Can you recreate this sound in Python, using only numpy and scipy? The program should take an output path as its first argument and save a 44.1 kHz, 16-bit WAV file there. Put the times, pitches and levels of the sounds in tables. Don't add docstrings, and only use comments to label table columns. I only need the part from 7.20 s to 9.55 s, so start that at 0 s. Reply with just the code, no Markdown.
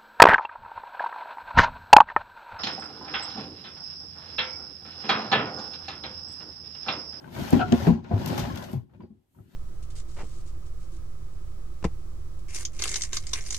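import sys
import numpy as np
from scipy import signal
from scipy.fft import rfft, irfft, next_fast_len
from scipy.io import wavfile
from scipy.ndimage import uniform_filter1d, map_coordinates

SR = 44100
rng = np.random.default_rng(int(sys.argv[2]) if len(sys.argv) > 2 else 0)


def master(y):
    cut = np.clip(np.atleast_2d(y).T, -1, 1)
    pcm = np.round(cut * 32767)
    wavfile.write(sys.argv[1], SR, pcm.astype(np.int16))


N = 103635
HALF_SECOND = SR // 2


def amp(db):
    return 10 ** (np.asarray(db) / 20)


def unit(x):
    return x / np.sqrt(np.mean(x ** 2) + 1e-20)


def along(points, hz):
    f, v = np.transpose(points)
    return np.interp(np.log(hz + 1), np.log(f + 1), v)


def wobble(rate):
    knots = rng.standard_normal(N)
    return map_coordinates(knots, [np.arange(N) * rate / SR], order=1)


def filtered(x, response):
    m = next_fast_len(N + SR // 2)
    return irfft(rfft(x, m) * response(np.fft.rfftfreq(m, 1 / SR)), m)[..., :N]


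# frequency in Hz, left-right correlation from 0 to 1.
CHANNEL_LIKENESS = [(60, .9), (150, 0.94), (300, 0.048), (700, 0), (2000, 0), (6000, 0), (8000, 0.88),
                    (14000, 0.96)]


def noise(spectrum, likeness=CHANNEL_LIKENESS):
    def mid_side_gains(hz):
        turn = np.arccos(np.clip(along(likeness, hz), -1, 1)) / 2
        return amp(along(spectrum, hz)) * [np.cos(turn), np.sin(turn)]

    mid, side = filtered(rng.standard_normal((2, N)), mid_side_gains)
    return unit(np.array([mid + side, mid - side]))


def fade(t60, rise):
    t = np.arange(HALF_SECOND) / SR
    return (1 - np.exp(-t / rise)) * np.exp(-np.log(1000) * t / t60)


def ring(hz, t60, rise, lag):
    t = np.arange(HALF_SECOND) / SR
    return np.sin(2 * np.pi * hz * t - np.array([[0], [lag]])) * fade(t60, rise)


def modes(table, rise, ratio=1):
    scatter_db, detune = 1.5, .008
    total = 0
    for hz, db, t60 in table:
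        gain = amp(db + scatter_db * rng.normal()) * rng.choice([-1, 1])
        pitch = hz * ratio * (1 + detune * rng.normal())
        lag = rng.uniform(-0.9, 1) * np.arccos(np.clip(along(CHANNEL_LIKENESS, hz), -1, 1))
        total = total + gain * ring(pitch, t60, rise, lag)
    return total / np.sqrt(len(table))


def burst(source, t60, rise):
    start = rng.integers(N - HALF_SECOND)
    return source[:, start:start + HALF_SECOND] * fade(t60, rise)


def softened(x, bright_hz):
    rolloff_db_per_oct = 7.5
    hz = np.fft.rfftfreq(SR, 1 / SR)
    log_gain = np.log(amp(-rolloff_db_per_oct / 4 * np.log2(1 + (hz / bright_hz) ** 4)))
    fold = np.r_[1, np.full(SR // 2 - 1, 2), np.zeros(SR - SR // 2)]
    causal = irfft(log_gain) * fold
    return irfft(rfft(x, SR) * np.exp(rfft(causal)))[:, :x.shape[1]]


# frequency in Hz, 60 dB decay time in seconds.
ROOM_DECAY = [(80, 0.25), (250, 0.14), (1000, 0.022), (4000, 0.026), (12000, 0.067)]


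def in_room(x, wet_db):
    delay_s = .012
    hz, t, z = signal.stft(rng.standard_normal((2, SR // 3)), SR, nperseg=256)
    decay = np.exp(-np.log(1000) * t / along(ROOM_DECAY, hz)[:, None])
    tail = signal.istft(z * decay, SR, nperseg=256)[1]
    tail = np.pad(tail / np.linalg.norm(tail[0]), ((0, 0), (int(delay_s * SR), 0)))
    return x + amp(wet_db) * signal.fftconvolve(x, tail, axes=1)[:, :x.shape[1]]


def add(out, s, x):
    part = out[:, max(round(s * SR), 0):][:, :x.shape[1]]
    part += x[:, :part.shape[1]]


# frequency in Hz, relative density in dB per Hz.
AIR_SPECTRUM = [(15, -46.5), (25, 0.5), (274, -10), (1570, -30), (3440, -29.5), (3720, -32), (5430, -36),
                (12500, -39.5), (15500, -49)]


def still_air():
    return amp(-74) * noise(AIR_SPECTRUM)


def patchy(x):
    depth_db = 2.6
    z = signal.stft(x, nperseg=1024)[2]
    field = rng.standard_normal(z.shape[1:])
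    field = uniform_filter1d(field, size=3, axis=0)
    field = uniform_filter1d(field, size=4, axis=1)
    return unit(signal.istft(z * amp(depth_db * unit(field)), nperseg=1024)[1][:, :N])


TICK_RISE_S = .0005


def catches():
    per_s, spread_db, t60_s = 98, 7.5, 0.034
    strength_db = spread_db * np.clip(rng.standard_normal(N), -2, 2)
    kicks = (rng.random(N) < per_s / SR) * amp(strength_db)
    return unit(signal.fftconvolve(kicks, fade(t60_s, TICK_RISE_S))[:N])


# time in seconds, then levels of scrape, rumble, treble rasp and top hiss, all in dB.
SLIDE_LEVELS = [(0, -53.5, -51.5, -65.5, -73), (.101, -52.5, -45, -60.5, -71.5),
                (.151, -44, -39.5, -47.5, -58.5), (0.2, -37, -30, -41.5, -54),
                (0.3, -40.5, -40, -41.5, -55.5), (.36, -32, -26.5, -40.5, -56),
                (.46, -47.5, -31, -51, -72.5), (.56, -42, -40, -43.5, -57.5),
                (0.682, -34.5, -26.5, -41, -57), (.75, -47.5, -31, -54.5, -77),
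                (0.819, -58, -42, -69.5, -99), (.891, -51, -44.5, -59.5, -83),
                (.938, -38, -30.5, -56, -71.5), (1.0, -41.5, -33, -46.5, -62), (1.045, -38, -35, -44, -61),
                (1.111, -36, -27.5, -41.5, -55.5), (1.209, -34.5, -29, -40.5, -56.5),
                (1.338, -42, -34, -48.5, -65.5), (1.431, -43, -43, -49.5, -59.5),
                (1.48, -46.5, -42.5, -53.5, -66), (1.539, -48, -40, -55, -61.5),
                (1.62, -70, -50, -74.5, -85.5), (1.68, -79, -60.5, -93, -97), (1.74, -62.5, -55, -80, -89),
                (1.791, -76, -50.5, -80, -94), (1.825, -59, -43, -77, -90),
                (1.892, -84.5, -61, -84.5, -101), (1.95, -82, -56.5, -94.5, -100.5),
                (2.07, -92, -82.5, -94, -91), (2.14, -86, -70.5, -84, -78.5),
                (2.188, -63, -50, -79.5, -76.5), (2.271, -85, -58.5, -75.5, -81),
                (2.35, -64, -58, -63, -73)]
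# frequency in Hz, relative density in dB per Hz.
SCRAPE_SPECTRUM = [(150, -32.5), (400, -5.5), (520, 13), (750, 12.5), (1000, 11.5), (1170, 0), (1500, 1),
                   (2000, -10.5), (4000, -39.5)]
RUMBLE_SPECTRUM = [(20, -32.5), (45, -13), (75, 1.5), (130, -1.5), (200, -2.5), (260, -2.5), (310, -10.5),
                   (375, -4.5), (460, -27.5), (900, -42), (3000, -87)]
RASP_SPECTRUM = [(700, -27.5), (1400, 5.5), (2200, -0.5), (3200, -.5), (5000, -4.5), (6500, -8.5),
                 (8000, -20), (11000, -35)]
HISS_SPECTRUM = [(3000, -53), (6500, -0.5), (8200, -0.5), (10500, -1.5), (12000, 3.5), (13300, 5),
                 (14200, -5.5), (14800, -26.5), (16000, -48.5)]
CLATTER_SPECTRUM = [(200, -13), (700, 10.5), (1500, -8.5), (3000, -8.5), (5000, -19), (8000, -32),
                    (14000, -63.5)]


def sliding():
    s, *levels = np.transpose(SLIDE_LEVELS)
    t = np.arange(N) / SR
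    scrape_db, rumble_db, rasp_db, hiss_db = [np.interp(t, s, level) for level in levels]
    judder_db = 1.5 * wobble(rate=85)
    grit_db = 1.3 * wobble(rate=370)
    caught = amp(-8.5) * catches() * noise(CLATTER_SPECTRUM)
    scrape = amp(-2 + scrape_db + judder_db + grit_db) * (patchy(noise(SCRAPE_SPECTRUM)) + caught)
    rasp = amp(-1.5 + rasp_db + grit_db) * patchy(noise(RASP_SPECTRUM))
    rumble = amp(rumble_db + judder_db) * noise(RUMBLE_SPECTRUM)
    hiss = amp(-0.5 + hiss_db) * noise(HISS_SPECTRUM)
    return scrape + rasp + rumble + hiss


# frequency in Hz, relative density in dB per Hz.
SCUFF_SPECTRUM = [(150, -16.5), (450, -1.5), (850, -4.5), (1150, -3.5), (1550, -3.5), (2100, -8.5),
                  (2900, -9), (5000, -19), (9000, -34)]
# start in seconds, level in dB, note in Hz, note gain beside the scuff in dB,
# 60 dB decay time in seconds, brightness of the contact in Hz.
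TAP_EVENTS = [(.043, -43.5, 1515, 5, 0.03, 2180), (.076, -44.5, 970, 5, .035, 1510),
              (0.162, -35, 986, -4, 0.05, 1590), (.328, -23, 690, 6, 0.023, 1800),
              (.525, -27, 1530, -5, 0.054, 1900), (.667, -24.5, 1370, -7, 0.025, 2400),
              (0.845, -45, 1430, -7, 0.13, 2230), (1.098, -42, 1508, 1, .08, 2000),
              (1.179, -28.5, 845, 3.5, 0.059, 2040), (1.301, -46.5, 1060, 12, 0.11, 1300),
              (1.36, -37, 776, -6, 0.056, 1300), (1.432, -46, 805, 9, 0.034, 1800),
              (1.484, -44.5, 636, 7.5, 0.064, 1100), (1.694, -67.5, 1300, -7, 0.15, 1400),
              (1.735, -62, 900, 1, .1, 1990), (1.746, -66, 2486, -5, .1, 3200),
              (1.805, -55, 990, 8.5, 0.074, 2180), (1.822, -67, 4760, -3, .16, 4500),
              (2.147, -65, 950, 3.5, 0.072, 1206), (2.187, -60.5, 1290, 5, 0.032, 1200)]


def taps():
    rise_s, wet_db, widest_lag_rad = .0007, -5, 4.9
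    out, scuff = np.zeros((2, N)), noise(SCUFF_SPECTRUM)
    for s, db, hz, note_db, t60, bright_hz in TAP_EVENTS:
        contact = softened(burst(scuff, t60, rise_s), bright_hz)
        note = amp(note_db) * ring(hz, t60, rise_s, widest_lag_rad * rng.uniform(-1, 1))
        add(out, s, amp(db) * in_room(contact + note, wet_db))
    return out


THUMP_WET_DB = -18
# frequency in Hz, level in dB, 60 dB decay time in seconds.
PANEL_MODES = [(97, -12, 0.28), (119, -2.5, 0.032), (170, 12, 0.072), (229.5, 5.5, 0.28), (279.4, 3.5, .13),
               (356, 5, .15), (390, 1, 0.11), (491, -3.5, 0.12), (533, -5.5, .14), (648, -3.5, .09),
               (804, -4, 0.24), (844, -8.5, 0.27), (977, -1, 0.12), (1085, -8.5, 0.29)]
# frequency in Hz, relative density in dB per Hz.
CRUNCH_SPECTRUM = [(30, -27.5), (90, -10.5), (400, 5.5), (700, -3), (1200, -8.5), (2500, -9.5),
                   (6000, -23.5), (12000, -46.5)]
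# start in seconds, level in dB, pitch in Hz, 60 dB decay time in seconds,
# rise time constant in seconds, panel ring in dB, brightness of the contact in Hz,
# knock of the drawer front in dB, lag of the right channel in radians; panel and front ride on the level.
THUMP_EVENTS = [(.183, -25, 197.6, 0.13, 0.012, -12, 430, -43, 0.4),
                (0.3222, -18.5, 264, 0.038, 0.0023, -9.5, 900, -15, 1.7),
                (0.3323, -1, 242, 0.058, 0.00063, -15.5, 700, -31, 1.87),
                (.345, -19.5, 274, 0.046, .0042, -0.5, 403, -40, 2.4),
                (.366, -14.5, 266, 0.16, 0.0024, -15, 300, -32, 0.71),
                (0.5191, -9.5, 246.7, 0.097, .0022, -25, 800, -11.5, 1.6),
                (.528, -5.5, 241.3, .09, 0.00099, -7.5, 330, -20, 0.83),
                (.669, -13, 226, 0.15, 0.003, -7.5, 1200, -10.5, 1.8),
                (.675, -7.5, 169.2, 0.13, 0.0071, -9, 695, -31, 0.8),
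                (.688, -11.5, 203.5, 0.08, .003, -11.5, 496.6, -35, 0.9),
                (0.705, -10.5, 222, 0.087, 0.0019, -11.5, 296, -29.5, .26),
                (.911, -18, 202, 0.07, 0.0025, -8, 740, -4, 1.24),
                (.931, -4.5, 102, 0.11, .014, -22, 440, -24.5, 0.13),
                (.960, -21, 253, 0.077, .002, -12, 494, -20, 0.42),
                (1.001, -21.5, 184, 0.093, .004, -8.5, 400, -25, .4),
                (1.117, -24, 182, .08, .003, -5, 600, -14, 0.72),
                (1.195, -22.5, 185, 0.066, 0.0018, -11, 700, -11, 0.67),
                (1.5339, -20, 220, 0.059, 0.0011, -15, 410, -24.5, 1.05),
                (1.549, -17, 129.5, 0.099, 0.0032, -24, 200, -34, .3),
                (1.570, -18.5, 117, 0.079, 0.0032, -21, 193, -50, .083),
                (1.797, -33, 202, 0.11, 0.0066, -14.5, 449, -39, .6),
                (1.81, -37.5, 367, 0.075, 0.0019, -13, 450, -31, 2.5),
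                (1.831, -34.5, 274, 0.064, 0.0053, -6.5, 420, -35, 1.2),
                (1.901, -37, 216, 0.12, 0.0059, -20, 400, -34, 0.33),
                (2.160, -48.5, 161, 0.079, 0.0045, -11.5, 330, -33, .38),
                (2.203, -36.5, 104, .1, 0.0024, -18, 250, -46, 0.26)]


def thumps():
    panel_rise_s, boom_delay_s = .002, 0.0083
    out, crunch_noise = np.zeros((2, N)), noise(CRUNCH_SPECTRUM)
    boom = ring(hz=97, t60=.08, rise=.0071, lag=0)
    for s, db, hz, t60, rise, panel_db, bright_hz, front_db, lag in THUMP_EVENTS:
        note = ring(hz, t60, rise, lag)
        crunch = amp(-4) * burst(crunch_noise, t60=.1, rise=panel_rise_s)
        wood = softened(modes(PANEL_MODES, panel_rise_s) + crunch, bright_hz)
        front = amp(front_db) * ring(hz=695.7, t60=.1, rise=0.0021, lag=lag)
        add(out, s, amp(db) * in_room(note + amp(panel_db) * wood + front, THUMP_WET_DB))
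        add(out, s + boom_delay_s, amp(db - 13) * boom)
    return out


# frequency in Hz, relative density in dB per Hz.
SNAP_SPECTRUM = [(400, -19.5), (1500, 0.5), (3000, 6), (6000, 4.5), (8000, -8), (12000, -34)]
SIZZLE_SPECTRUM = [(4000, -28.5), (7500, -5), (10500, -4.5), (12500, 4), (14000, -1.5), (15000, -14.5),
                   (16000, -29)]
# frequency in Hz, left-right correlation from 0 to 1.
SIZZLE_LIKENESS = [(7000, .3), (13000, .05)]
# start in seconds, snap level in dB, sizzle level in dB, 60 dB decay time in seconds.
TICK_EVENTS = [(.3064, -66, -20, 0.0037), (.3285, -34.5, -46, 0.036), (0.5227, -20, -53, 0.013),
               (.670, -48, -53, 0.044), (0.842, -57, -72, 0.031), (1.0598, -30, -30, .018),
               (1.075, -37.5, -41, 0.1), (1.177, -35, -40, 0.091), (1.192, -35, -44.5, 0.12),
               (1.357, -39.5, -43.5, 0.03), (1.373, -41.5, -50.5, 0.081), (1.424, -44, -57, 0.038),
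               (1.439, -44.5, -53, 0.075), (1.516, -60, -47.5, 0.017), (1.53, -53, -50, 0.044)]


def ticks():
    out = np.zeros((2, N))
    snap_noise, sizzle_noise = noise(SNAP_SPECTRUM), noise(SIZZLE_SPECTRUM, SIZZLE_LIKENESS)
    for s, snap_db, sizzle_db, t60 in TICK_EVENTS:
        snap = amp(snap_db) * burst(snap_noise, t60, TICK_RISE_S)
        sizzle = amp(sizzle_db) * burst(sizzle_noise, t60, TICK_RISE_S)
        add(out, s, in_room(snap, wet_db=-11.5) + sizzle)
    return out


# frequency in Hz, level in dB, 60 dB decay time in seconds.
HOLLOW_MODES = [(679, 0, 0.09), (731, 0.5, 0.14), (923, -6.5, 0.09), (1334, -1, 0.098), (1415, -14.5, 0.22),
                (1470, -6.5, .16), (1610, -11.5, 0.078), (2400, -8, 0.037), (2650, -8.5, .06),
                (2950, -10, .05), (3150, -17.5, 0.055), (4080, -13.5, .05), (4820, -18.5, .05)]
# start in seconds, level in dB, brightness of the contact in Hz, pitch ratio.
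CLACK_EVENTS = [(.3925, -18, 4470, 1.07), (.404, -17, 3530, .99), (.4125, -16.5, 3500, 1),
                (.429, -28, 1500, 1.015)]


def clacks():
    out, clatter_noise = np.zeros((2, N)), noise(CLATTER_SPECTRUM)
    for s, db, bright_hz, ratio in CLACK_EVENTS:
        body = modes(HOLLOW_MODES, rise=0.0016, ratio=ratio)
        clatter = amp(-11) * burst(clatter_noise, t60=.08, rise=0.0019)
        add(out, s, amp(db) * in_room(softened(body + clatter, bright_hz), wet_db=-2.5))
    return out


def squeak():
    out = np.zeros((2, N))
    chirp = ring(hz=558, t60=0.059, rise=0.023, lag=0)
    add(out, .6, amp(-16) * in_room(chirp, THUMP_WET_DB))
    return out


# frequency in Hz, left gain minus right gain in dB.
LEFT_BALANCE = [(30, 5.5), (70, 2.5), (150, 5.5), (300, 2), (700, 3), (1500, 4), (3000, 6), (6000, 5.5),
                (8000, 2.5), (14000, -1.5)]


def scene():
    drawer = sliding() + taps() + thumps() + ticks() + clacks() + squeak()
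    half_each_way = np.array([[.5], [-.5]])
    placed = filtered(drawer, lambda hz: amp(along(LEFT_BALANCE, hz) * half_each_way))
    return still_air() + placed


def record(dry):
    low_cut_hz, ceiling, top_hz = 46, .97, 15950
    x = signal.sosfilt(signal.butter(2, low_cut_hz, "highpass", fs=SR, output="sos"), dry)
    x = x / (1 + np.abs(x / ceiling) ** 8) ** (1 / 8)
    return filtered(x, lambda hz: hz < top_hz)


dry = scene()
out = record(dry)
master(out)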